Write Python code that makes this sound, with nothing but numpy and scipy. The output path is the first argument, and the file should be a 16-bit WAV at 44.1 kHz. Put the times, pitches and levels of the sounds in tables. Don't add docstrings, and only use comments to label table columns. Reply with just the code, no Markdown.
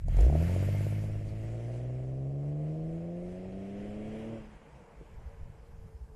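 import sys
import numpy as np
from scipy import signal
from scipy.fft import rfft, irfft
from scipy.io import wavfile
from scipy.ndimage import uniform_filter1d, map_coordinates

SR = 44100
rng = np.random.default_rng(int(sys.argv[2]) if len(sys.argv) > 2 else 0)


def put_to_file(sound):
    columns = np.atleast_2d(sound).T
    safe = np.clip(columns, -1, 1)
    whole_steps = np.round(safe * 32767)
    wavfile.write(sys.argv[1], SR, whole_steps.astype(np.int16))


def boost_factor(decibels):
    exponent = np.asarray(decibels, float) / 20
    return 10 ** exponent


N = 271215
T = np.arange(N) / SR
SHUT_S, SHUT_FALL_S, SHUT_DB = 4.36, 0.13, -4.5


def noise():
    return rng.standard_normal(N)


def unit(x):
    return x / np.sqrt(np.mean(x ** 2) + 1e-20)


def curves(rows):
    s, *cols = np.transpose(rows)
    return [np.interp(T, s, c) for c in cols]


def during(rows, fade_s=0.048):
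    inside_s = np.minimum(T - rows[0][0], rows[-1][0] - T)
    return np.clip(1 + inside_s / fade_s, 0, 1)


def bump(x, centre, span):
    return np.exp(-((x - centre) / span) ** 2)


def after(s, span_s):
    return np.clip((T - s) / span_s, 0, 1)


def wobble(rate_hz):
    coarse = T[::64]
    knots = rng.standard_normal(int(N * rate_hz / SR) + 4)
    return np.interp(T, coarse, map_coordinates(knots, [coarse * rate_hz]))


def colour(x, points):
    m = 2 ** 15
    hz, db = np.transpose(points)
    grid_hz = np.fft.rfftfreq(m, 1 / SR)
    gain = boost_factor(np.interp(np.log(grid_hz + 1), np.log(hz + 1), db))
    cep = irfft(np.log(gain + 1e-6), m)
    cep[1:m // 2] *= 2
    cep[m // 2 + 1:] = 0
    impulse = irfft(np.exp(rfft(cep)), m)[:m // 2]
    return signal.fftconvolve(x, impulse)[:N]


def rush(points, patchy_db):
    z = signal.stft(noise(), nperseg=512)[2]
    field = uniform_filter1d(uniform_filter1d(rng.standard_normal(z.shape), 6, 0), 10, 1)
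    patchy = signal.istft(z * boost_factor(patchy_db * unit(field)), nperseg=512)[1][:N]
    return unit(colour(patchy, points))


# time_s, firing_rate_hz, effort_db
REVS = [(0, 44, -51.5), (.09, 35.7, -40), (.19, 46.8, -31.5), (.265, 60.3, -32), (.315, 74, -32),
        (.38, 79.2, -32), (.47, 86.6, -33.5), (.59, 94.6, -33), (.7, 99.3, -35), (.91, 103.4, -37),
        (1.31, 105.3, -43), (1.6, 115.2, -43), (2.23, 134.5, -40), (2.86, 161, -39), (3.42, 185, -38.5),
        (4.34, 226.5, -35.5), (4.46, 212, -48.5), (4.6, 216, -63.5)]


def firings():
    strong_s = .8058
    count = np.cumsum(curves(REVS)[0]) / SR
    return count - count[round(strong_s * SR)] + 60


def running():
    lope = np.interp(T, [.3, .86, 1.55], [.5, 1, 0])
    least, top, from_s = .12, .72, 2.3
    launch = .42 * bump(T, 0, .62)
    rough = least + launch + (top - least) * after(from_s, SHUT_S - from_s)
    return lope, np.clip(rough, 0, 1)


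ORDERS = [1, 1 / 2, 2 / 3, 4 / 3, 3 / 2, 2, 5 / 2, 3]
# over_effort_db, extra_when_loping_db
ORDER_DB = [(0.5, -0.5), (-21, 0), (-25, -6), (-16, 4.5), (-11.5, 4.5), (-3.5, -1.5), (-10, 0), (-3.5, -8)]
# centre_hz, width_octaves, gain_db
BOOMS = [(57.3, 0.34, 7.5), (115.7, 0.46, 5.5), (150.6, 0.17, 4.5), (185.5, 0.045, -2.5), (245, 0.17, -2),
         (336, 0.23, 5), (529, 0.16, 6), (612, .12, -7.5), (703, 0.18, -11)]


def order_levels():
    rate_hz, effort_db = curves(REVS)
    lope = running()[0]
    octaves = np.arange(3, 10, 1 / 64)
    tuning_db = -6 * (octaves - np.log2(106.7))
    for hz, width, db in BOOMS:
        tuning_db = tuning_db + db * bump(octaves, np.log2(hz), width)
    shut_db = SHUT_DB * after(SHUT_S, SHUT_FALL_S)
    cold_db = -9.5 * bump(T, .23, 0.047)
    uneven_db = -7 * (after(.1, 0.056) - after(0.47, .2))
    half_db = uneven_db + 5.5 * bump(T, SHUT_S, 0.12)
    kick_db = 6.5 * bump(T, 0.47, .11)
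    levels_db = []
    for k, (over_db, lope_db) in zip(ORDERS, ORDER_DB):
        db = effort_db + over_db + lope_db * lope + np.interp(np.log2(k * rate_hz), octaves, tuning_db)
        db = db + (k != 1) * shut_db + (k >= 2) * cold_db
        levels_db.append(db + (k % 1 == .5) * half_db + (k == 2) * kick_db)
    return levels_db


# low_cycles, high_cycles, centre_hz, span_hz
SLIDES = [
    (-.2, 1.17, 101, 22),
    (.02, 1.17, 118, 20),
    (.08, -.18, 132, 14),
]


def tones(count):
    rate_hz = curves(REVS)[0]
    half, three_half, second = [low + (high - low) * (1 + np.tanh((rate_hz - at) / over)) / 2
                                for low, high, at, over in SLIDES]
    second = second + .6 * (1 - after(.22, .07))
    lag_cycles = [0, half, .2, .25, three_half, second, .03, -.24]
    rough = running()[1]
    turn = count - .3
    levels_db = order_levels()
    settled = after(.3, .15)
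    levels_db[2:4] = [db - 40 * (1 - settled) for db in levels_db[2:4]]
    total = 0
    for k, db, lag in zip(ORDERS, levels_db, lag_cycles):
        flutter_db = (0.57 + 2.5 * rough * (k != 1)) * wobble(24.99)
        total = total + boost_factor(db + flutter_db) * np.cos(2 * np.pi * (k * turn - lag))
    return -np.sqrt(2) * during(REVS) * total


def without_tones(x, count):
    for k in ORDERS:
        for wave in (np.cos(2 * np.pi * k * count), np.sin(2 * np.pi * k * count)):
            x = x - 2 * wave * uniform_filter1d(x * wave, SR // 8)
    return x


def steady(x):
    return x / np.sqrt(np.abs(uniform_filter1d(x ** 2, SR // 4)) + 1e-20)


# freq_hz, gain_db
PIPE = [(15, -62), (60, -25), (120, -12.5), (190, -6.5), (250, -4.5), (330, 2), (410, -3.5), (520, -1),
        (650, -1.5), (750, -10.5), (890, -25.5), (1100, -25), (1500, -39.5), (3300, -67)]
LOPING = [1, .17, .24, .17, .18, .32]
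PULLING = [1, 1, .55, .5, .75, .9]


def rasp(count):
    bank_lead_s = 0.00045
    lope, rough = running()
    at = np.flatnonzero(np.diff(np.floor(count))) + 1
    cylinder = np.floor(count[at]).astype(int) % 6
    chance = rng.standard_normal((len(at), 2))
    size = lope[at] * np.take(LOPING, cylinder) + (1 - lope[at]) * np.take(PULLING, cylinder)
    arrival = at - bank_lead_s * SR * (cylinder % 2) + (5 + 4 * rough[at]) * chance[:, 0]
    arrival = arrival + .002 * SR * lope[at]
    sample = np.clip(np.round(arrival).astype(int), 0, N - 1)
    pulses = np.bincount(sample, -size * boost_factor(chance[:, 1]), N)
    clean = without_tones(colour(pulses, PIPE), count)
    gas = colour(noise() * np.exp(-1.5 * (count % 1)), PIPE)
    effort_db = curves(REVS)[1]
    level_db = 1.07 * (effort_db + 40) - 40 - 3 - 1.64 * T
    level_db = level_db - 3 * lope - 10 * (T < .17)
    level_db = level_db + 4.5 * bump(T, 1.64, 0.28) + 1.5 * bump(T, 2.67, 0.28)
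    level_db = level_db - 4 + SHUT_DB * after(SHUT_S, SHUT_FALL_S) / 2
    mixed = np.sqrt(1 - rough) * steady(clean) + np.sqrt(rough) * steady(gas)
    return boost_factor(level_db) * during(REVS) * mixed


def over_floor(db, floor_db):
    return 20 * np.log10(np.hypot(boost_factor(db), boost_factor(floor_db)))


# time_s, level_db
FLOW = [(0, -70.5), (.07, -71.5), (.09, -60.5), (.2, -51.5), (.31, -56), (.41, -51.5), (.76, -52),
        (1.0, -57.5), (1.23, -62.5), (1.5, -61), (1.75, -61.5), (2.2, -70), (3.25, -65.5), (3.7, -61.5),
        (4.25, -59), (4.5, -65.5), (5.46, -70), (6.15, -77.5)]
# time_s, gain_db
PUFFS = [
    (.085, -4),
    (.24, 2.5),
    (.65, 0.5),
    (0.838, 1.5),
    (1.04, 3),
    (1.29, 3),
    (1.76, 4),
    (3.53, -0.5),
    (4.25, 0),
]
# freq_hz, density_db_per_hz
ROAR_TONE = [(530, -31.5), (900, -1), (966, -10), (1180, -9), (1610, -7), (2080, -4), (2480, -7),
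             (3250, -12), (3600, -19), (4200, -24), (5460, -47), (9240, -120)]
# freq_hz, density_db_per_hz
HISS_TONE = [(2120, -50.5), (3600, -5), (3760, -2), (5110, 1.5), (6360, -1), (7180, 1), (8580, -2.5),
             (10500, -5.5), (13600, -34.5), (22000, -120)]
# freq_hz, density_db_per_hz
FIZZ_TONE = [(8500, -41.5), (10500, 1.5), (12500, 1), (14200, -5), (14600, -61.5)]
# freq_hz, density_db_per_hz
TREAD_TONE = [(1700, -34), (2300, -1), (2900, -3.5), (3300, -6), (3700, -21.5), (6000, -57.5)]


def roar(count):
    roar_db, = curves(FLOW)
    puff_db = sum(db * bump(T, s, .035) for s, db in PUFFS) + .8 * wobble(7.6)
    floor_swell_db = 9
    floor_db = -80.5 + 0.097 * floor_swell_db * after(SHUT_S, 0.78)
    floor_fizz_db = -92.5 + floor_swell_db * after(SHUT_S, 0.82)
    hiss_db = over_floor(roar_db - 8.5 - 1.13 * T, floor_db) + puff_db
    fizz_db = over_floor(roar_db - 11.5 - 16.5 * after(0.89, 1), floor_fizz_db) + 1.3 * puff_db
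    shared_db = .5 * wobble(11)
    chop = 1 + 0.1 * np.cos(2 * np.pi * count)
    tread_gain = boost_factor(-6) * after(3.02, 1.2) * (1 - after(SHUT_S, 0.54))
    tread = tread_gain * unit(colour(noise(), TREAD_TONE))
    body = boost_factor(roar_db + shared_db - 1.62) * chop * (rush(ROAR_TONE, patchy_db=0.95) + tread)
    hiss = boost_factor(hiss_db + shared_db + 0.17) * rush(HISS_TONE, patchy_db=1.5)
    fizz = boost_factor(fizz_db + shared_db - 2.5) * rush(FIZZ_TONE, patchy_db=3.5)
    return body + hiss + fizz


# time_s, strength_db; the exhaust blast of the launch gives the loud start (about
# 0.05-0.5 s), wind the rest
BREEZE = [(0, -57), (.06, -38.5), (.56, -52), (.95, -53.5), (1.35, -48.5), (1.55, -59), (2.3, -60),
          (3.5, -58), (4.1, -58), (4.4, -63), (4.88, -64.5), (5.15, -59.5), (6.15, -59)]
# freq_hz, density_db_per_hz
BREEZE_TONE = [(5.9, -36.5), (10, 2.5), (64, 0), (166, -7.5), (182, -29.5), (211, -9.5), (245, -38),
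               (350, -29.5), (460, -70), (770, -120)]
# centre_s, peak_db, pitch_hz, length_s
GUSTS = [(4.562, -48, 47.5, 0.038), (4.743, -49.5, 60, 0.041), (4.76, -53.5, 134, 0.04),
         (5.0, -45.5, 50.2, 0.04), (5.02, -50, 155, 0.025), (5.18, -40, 68, 0.02),
         (5.271, -34.5, 64.6, 0.021), (5.431, -39, 73.2, 0.023), (5.609, -49.5, 55, 0.072),
         (5.708, -43.5, 65, 0.018), (5.849, -39, 96, 0.015), (5.86, -54, 175, 0.019),
         (5.956, -36.5, 61, 0.019), (6.026, -36, 59.7, 0.026), (6.126, -47, 59, 0.026)]


def wind():
    lumps = unit(boost_factor(2.5 * wobble(9)) * rush(BREEZE_TONE, patchy_db=0.0))
    total = boost_factor(curves(BREEZE)[0] + 8.0) * lumps
    for s, db, hz, span_s in GUSTS:
        envelope = boost_factor(db) * np.exp(-((T - s) / span_s) ** 2 * 2)
        total = total + envelope * np.sin(2 * np.pi * hz * (T - s))
    return total


# start_s, peak_db, spit_db
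POPS = [(0.083, -30, -12.5), (0.168, -44, 4), (0.188, -25, -24), (0.208, -28.5, -8.5), (0.25, -38.5, -6),
        (0.299, -22, -27), (0.327, -25, -25), (0.354, -22.5, -32), (0.38, -34, -22), (0.426, -53, -21),
        (0.495, -51.5, -29)]
# freq_hz, gain_db
POP_TONE = [(100, -26), (250, 5.5), (350, -2), (500, 0.5), (700, 5), (900, -11.5), (1300, -37), (3000, -60)]


def pops():
    barks, spit = np.zeros(N), np.zeros(N)
    for s, db, spit_db in POPS:
        barks[round(s * SR)] = -boost_factor(db)
        spit += boost_factor(db + spit_db - 10.5) * (T > s) * np.exp(-np.abs(T - s) / 0.0033)
    return boost_factor(27.5) * colour(barks, POP_TONE) + spit * unit(colour(noise(), HISS_TONE))


def scrub():
    at_s = .72
    level = boost_factor(-60) * bump(T, at_s, .08) + boost_factor(-65) * bump(T, at_s, .33)
    tone = [(1500, -54), (1950, -18), (2090, 0.5), (2230, -11), (2800, -52)]
    return level * rush(tone, patchy_db=3.0)


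# start_s, peak_db
GRIT = [
    (1.2882, -57),
    (3.5242, -69),
]
# start_s, peak_db
KNOCK = (5.011, -50)


def grit():
    shape = sum(boost_factor(db - 2) * (T > s) * np.exp(-np.abs(T - s) / .006) for s, db in GRIT)
    tick_tone = [(600, -40), (1600, -7), (2500, -14), (3700, -12), (4200, 0), (4800, -3),
                 (5600, -16), (12000, -35)]
    ticks = shape * unit(colour(noise(), tick_tone))
    blow = -boost_factor(KNOCK[1] + 29) * (np.arange(N) == round(KNOCK[0] * SR))
    knock_tone = [(60, -20), (150, 5), (330, 17.5), (500, 11), (650, 4), (1000, -28), (3000, -62)]
    return ticks + colour(blow, knock_tone)


# freq_hz, density_db_per_hz
FAR_TONE = [(88, -25.5), (150, -4), (283, -14.5), (318, -13.5), (392, -14.5), (450, -9.5), (497, -10.5),
            (637, -15), (761, -14.5), (901, -14.5), (1380, -25), (1600, -23), (2080, -36), (3520, -120)]


def coast():
    start_s, far_s = 4.6, 4.22
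    hz = 457.6 - 93 * np.maximum(T - 5.75, 0)
    low_db = -70 + 6 * bump(T, 5.78, .12)
    upper_db = -72 - 10 * after(5.85, 0.086)
    turn = 2 * np.pi * np.cumsum(hz * (1 + .02 * wobble(50))) / SR
    drone = boost_factor(low_db + 4 * wobble(18)) * np.sin(turn)
    drone = drone + boost_factor(upper_db + 4 * wobble(18)) * np.sin(turn * 1.23)
    road = boost_factor(-55 - 5 * (T - far_s)) * after(far_s - .3, 0.42) * rush(FAR_TONE, patchy_db=1)
    return np.sqrt(2) * after(start_s - .05, .05) * drone + road


def scene():
    count = firings()
    car = tones(count) + rasp(count) + roar(count)
    return (car + wind() + pops() + scrub() + grit() + coast())[None]


# freq_hz, step_over_local_level_db
COARSE = [(2500, -18), (3500, -3), (5000, 0), (8000, 4.5), (10000, 6), (12000, 7.5), (14000, 9)]
# freq_hz, step_db
FLOOR_STEP = [(3000, -120), (8000, -92), (10000, -84), (11500, -80), (14000, -78)]


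def thin_treble(x):
    size, shift = 1024, 1024 - 172
    count = N // size + 2
    n, k = np.arange(2 * size), np.arange(112, 688)
    window = signal.windows.kaiser_bessel_derived(2 * size, 4 * np.pi)
    cosines = np.cos(np.pi / size * np.outer(n + .5 + size / 2, k + .5))
    basis = np.sqrt(2 / size) * window[:, None] * cosines
    padded = np.pad(x, (size + shift, 3 * size))
    lines = padded[np.arange(count + 1)[:, None] * size + n] @ basis
    power = uniform_filter1d(uniform_filter1d(lines ** 2, size=33, axis=1), size=3, axis=0)
    level = np.sqrt(np.abs(power))
    line_hz = k * SR / 2 / size
    coarse = boost_factor(np.interp(line_hz, *np.transpose(COARSE)))
    least = boost_factor(np.interp(line_hz, *np.transpose(FLOOR_STEP)))
    mood = boost_factor(2.5 * rng.standard_normal((count + 1, len(k) // 16))).repeat(16, axis=1)
    step = mood * np.hypot(level * coarse, least) + 1e-9
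    rounded = np.sign(lines) * np.floor(np.abs(lines) / step + .4) * step
    error = (rounded - lines) @ basis.T
    lapped = (error[:-1, size:] + error[1:, :size]).ravel()
    return x + lapped[shift:shift + N]


def low_pass(x):
    return signal.sosfilt(signal.butter(12, 14280, fs=SR, output="sos"), x)


def record(dry):
    mix = thin_treble(dry[0])[None]
    return low_pass(mix)


dry = scene()
out = record(dry)
put_to_file(out)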